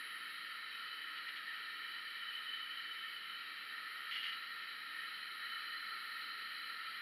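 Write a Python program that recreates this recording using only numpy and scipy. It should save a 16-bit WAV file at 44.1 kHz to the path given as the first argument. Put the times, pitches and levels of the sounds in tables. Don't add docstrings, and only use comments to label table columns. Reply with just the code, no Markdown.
import sys
import numpy as np
from scipy import signal
from scipy.fft import rfft, irfft
from scipy.io import wavfile
from scipy.ndimage import uniform_filter1d, map_coordinates

SR = 44100
rng = np.random.default_rng(int(sys.argv[2]) if len(sys.argv) > 2 else 0)


def int16_out(signal):
    q = np.round(np.clip(np.atleast_2d(signal).T, -1, 1) * 32767)
    wavfile.write(sys.argv[1], SR, q.astype(np.int16))


N = 309141
TIME = np.arange(N) / SR
BIN_HZ = np.maximum(np.arange(N // 2 + 1) * SR / N, 1)

# t/s, turned away/0-1, closeness/0-1
SMITH_POSE = [(0, 1, 0.24), (.25, 1, 0.1), (.65, 0, 0.43), (3.25, 0.54, 0), (3.75, 0.6, 0.14),
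              (4.25, 0.7, 0.6), (4.7, 0.25, 0), (5.0, 0.4, 0.45), (5.55, 0.5, 0.98), (7, 0, 0.94)]
# level facing the fire/dB, change turned away/dB, change up close/dB
HISS_FADER = (-53, 0.15, 0.14)
LOW_FADER = (-57, 1.8, 4.5)
BODY_FADER = (-51.9, .3, .8)
MID_FADER = (-57.5, -.8, .2)
HIGH_FADER = (-57, -1.2, 1.2)
UPPER_FADER = (-69.5, 0, 10.5)
SIZZLE_FADER = (-70.5, 2.6, 2.1)
WHISTLE_FADER = (-85, -1, 2.5)
FLAME_FADER = (-74.5, 0.27, 0.65)

# f/Hz, relative level/dB
JET_SPECTRUM = [(400, -52), (800, -20), (1100, -12.5), (1450, -4.5), (1700, -7.5), (2050, 1), (2330, 0.5),
                (2430, -2.5), (2800, -4), (3250, -2.5), (3560, -15.5), (4500, -19), (5100, -22.5),
                (5600, -23), (6200, -43), (7700, -37), (9000, -70)]
# f/Hz, width/Hz, relative level/dB
LOW_MODES = [(1274, 58, -1.5), (1302, 24, -2.5), (1362, 140, 0)]
BODY_MODES = [(1636, 87, -6.5), (1808.3, 96, 3), (1906, 118, 0.5)]
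MID_MODES = [(3020, 80, 0), (3035, 210, -1.5)]
HIGH_MODES = [(3815, 153, -5.5), (4045, 357, -4), (4498, 320, -11)]
UPPER_MODES = [(4142, 130, 0)]
# t/s, length/s, level/dB
SINGING = [(0.717, 0.4, -54), (1.86, 0.11, -46), (2.178, 0.71, -48.5), (2.947, 0.44, -51.5),
           (5.48, 0.34, -53.5)]
# t/s, length/s, change/dB
BODY_SURGES = [(1.25, 0.31, 2.5), (3.17, 0.49, -2), (4.98, 0.1, 3.5), (5.42, 0.1, 3.5), (5.71, 0.068, 4.5)]
# f/Hz, relative level/dB
SIZZLE_SPECTRUM = [(7000, -20), (8300, -19), (9000, -3.5), (9550, -6.5), (9900, 1), (12500, 2.5),
                   (13200, -14.5), (13900, -15), (14650, -10), (15100, -10), (15700, -16), (17000, -36)]
# t/s, length/s, starting f/Hz, resting level/dB
SHEEN_SWEEPS = [(-.05, 2.6, 10870, -86), (4.948, 2.1, 10100, -87)]
# t/s, length/s, rise/dB
WHISTLE_FLARES = [(1.73, .09, 7), (5.69, .12, 7), (6.09, .17, 7)]
# f/Hz, relative level/dB
FLAME_SPECTRUM = [(20, -22), (45, -21), (90, -18), (125, -8), (170, -6), (220, -2), (300, -0.5),
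                  (450, -0.5), (650, -5.5), (1000, -13.5), (2000, -45)]
# f/Hz, width/Hz, relative level/dB
CHAMBER_MODES = [(181, 13.3, 2), (218, 9, 3), (295, 11.5, 7.5)]

# t/s, length/s, relative level/dB
SCRAPES = [(1.168, 0.016, -50), (1.277, 0.013, -48.5), (1.356, 0.018, -49.5), (4.108, 0.038, -44),
           (4.152, 0.018, -42.5), (4.183, 0.12, -46), (4.318, 0.025, -51), (4.418, .05, -56)]
# f/Hz, t60/s, relative level/dB
STEEL_MODES = [(1390, 0.044, -20), (1980, 0.13, -11), (2030, 0.076, -8), (2430, .06, -11), (2760, .07, -24),
               (2890, 0.11, 11), (2982, 0.042, 12), (3075, 0.039, 15.5), (3290, 0.062, 4.5),
               (3330, .05, -14), (3850, .04, -20), (4360, 0.072, -2.5), (4870, .05, -9), (5230, .05, -17),
               (5780, .05, -40), (6820, .04, -37)]
# f/Hz, relative level/dB
CRACK_EQ = [(150, -70), (700, -45), (1300, -21), (2050, 5.5), (3100, -32), (3600, -25), (4500, -3),
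            (5300, -31), (6200, -34), (7500, -25), (12000, -55)]
# t/s, relative level/dB
TONG_KNOCKS = [(4.055, -33), (4.112, -24), (4.135, -27), (4.156, -22), (4.181, -20), (4.232, -20),
               (4.243, -17), (4.268, -21), (4.282, -27), (4.331, -26)]
# f/Hz, width/Hz
CASE_NOTCHES = [(6020, 970), (8010, 260)]


def undb(db):
    return 10 ** (np.asarray(db) / 20)


def unit(x):
    return x / np.sqrt(np.mean(x ** 2))


def wobble(rate_hz):
    hold = int(SR / rate_hz)
    steps = np.repeat(rng.standard_normal(N // hold + 1), hold)
    return unit(uniform_filter1d(uniform_filter1d(steps, hold), hold)[:N])


def gate(start, length, edge_s):
    return (np.tanh((TIME - start) / edge_s) - np.tanh((TIME - start - length) / edge_s)) / 2


def swells(table, edge_s):
    return sum(db * gate(start, length, edge_s) for start, length, db in table)


def ride(fader):
    level_db, turned_db, close_db = fader
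    times, turned, close = np.transpose(SMITH_POSE)
    return level_db + np.interp(TIME, times, turned_db * turned + close_db * close)


def equalise(x, curve):
    hz, db = np.transpose(curve)
    gain = undb(np.interp(np.log(BIN_HZ), np.log(hz), db))
    return irfft(rfft(x) * gain, N)


def turbulence(spectrum):
    return unit(equalise(rng.standard_normal(N), spectrum))


def resonate(modes, flutter_db, flutter_hz):
    out = 0
    for hz, width, db in modes:
        response = 1 / (1 + 1j * hz / width * (BIN_HZ / hz - hz / BIN_HZ))
        ring = irfft(rfft(rng.standard_normal(N)) * response ** 2, N)
        out = out + ring * undb(db + flutter_db * wobble(flutter_hz))
    return unit(out)


def reflections(x, echo_db, sway_ms, count=4):
    out = x
    for lag_ms in np.linspace(2.3, 11, count) * rng.uniform(.85, 1.15, count):
        lag = (lag_ms + sway_ms * wobble(1.3)) * SR / 1000
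        echo = map_coordinates(x, [np.arange(N) - lag], order=3, mode="mirror")
        out = out + undb(echo_db) * echo
    return out / np.sqrt(1 + count * undb(2 * echo_db))


def burner():
    hiss = undb(ride(HISS_FADER)) * reflections(turbulence(JET_SPECTRUM), echo_db=-14.5, sway_ms=.2)
    body_db = ride(BODY_FADER) + swells(BODY_SURGES, edge_s=.022)
    body = undb(body_db) * resonate(BODY_MODES, flutter_db=0, flutter_hz=16)
    low = undb(ride(LOW_FADER)) * resonate(LOW_MODES, flutter_db=1, flutter_hz=12)
    mid = undb(ride(MID_FADER)) * resonate(MID_MODES, flutter_db=1.2, flutter_hz=18)
    high_ring = resonate(HIGH_MODES, flutter_db=1, flutter_hz=18)
    high = undb(ride(HIGH_FADER)) * reflections(high_ring, echo_db=-12, sway_ms=.21)
    upper = undb(ride(UPPER_FADER)) * resonate(UPPER_MODES, flutter_db=2.5, flutter_hz=9)
    singing = sum(undb(db) * gate(start, length, edge_s=.092) for start, length, db in SINGING)
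    note = singing * resonate([(3022, 105, 0)], flutter_db=.86, flutter_hz=10)
    flow = undb(.23 * wobble(18))
    return (hiss + body + low + mid + note + high + upper) * flow


def nozzle():
    sizzle = undb(ride(SIZZLE_FADER)) * turbulence(SIZZLE_SPECTRUM)
    whistle_db = ride(WHISTLE_FADER) + swells(WHISTLE_FLARES, edge_s=.025)
    whistle = undb(whistle_db) * resonate([(15090, 340, 0)], flutter_db=2.5, flutter_hz=20)
    flicker = undb(.7 * wobble(24))
    return reflections(sizzle + sheen() + whistle, echo_db=-12.5, sway_ms=.15) * flicker


def sheen(rest_hz=8570, settle_s=.72, db_per_khz=10.5):
    low_noise = turbulence([(1, -1), (170, 5), (400, -2), (900, -33), (3000, -90)])
    out = 0
    for start, length, hz, db in SHEEN_SWEEPS:
        above_hz = (hz - rest_hz) * np.exp(-np.maximum(TIME - start, 0) / settle_s)
        carrier = np.cos(2 * np.pi * np.cumsum(rest_hz + above_hz) / SR)
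        band = unit(low_noise * carrier)
        out = out + band * undb(db + db_per_khz * above_hz / 1000) * gate(start, length, edge_s=.057)
    return out


def flame():
    hollow = undb(-7.5) * resonate(CHAMBER_MODES, flutter_db=1.8, flutter_hz=5)
    roar = turbulence(FLAME_SPECTRUM)
    return (roar + hollow) * undb(ride(FLAME_FADER) + .13 * wobble(3.9))


def scrapes(slips_per_s=7000, attack_s=.0054, release_s=.0097):
    slips = (rng.random(N) < slips_per_s / SR) * rng.standard_normal(N)
    envelope = 0
    for start, length, db in SCRAPES:
        attack = np.clip((TIME - start) / attack_s, 0, 1)
        release = np.exp(-np.maximum(TIME - start - length, 0) / release_s)
        envelope = envelope + undb(db) * attack * release
    return unit(slips) * envelope


def steel(contact):
    t = TIME[:SR // 8]
    ping = sum(undb(db - 60 * t / t60) * np.sin(2 * np.pi * hz * t) for hz, t60, db in STEEL_MODES)
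    ring = undb(-.5) * signal.fftconvolve(contact, ping / np.linalg.norm(ping))[:N]
    crack = undb(7.5) * equalise(contact, CRACK_EQ)
    low_cut = signal.butter(4, 1200, "high", fs=SR, output="sos")
    return signal.sosfilt(low_cut, ring + crack)


def knocks():
    blows = np.zeros(N)
    for start, db in TONG_KNOCKS:
        blows[int(start * SR)] += undb(db)
    return blows


def scene():
    forge = burner() + nozzle() + flame()
    tools = steel(scrapes() + knocks())
    return (forge + tools)[None]


def record(dry):
    for hz, width in CASE_NOTCHES:
        dry = signal.lfilter(*signal.iirnotch(hz, hz / width, fs=SR), dry)
    high_cut = signal.ellip(12, .1, 70, 15700, fs=SR, output="sos")
    return signal.sosfilt(high_cut, dry)


dry = scene()
out = record(dry)
int16_out(out)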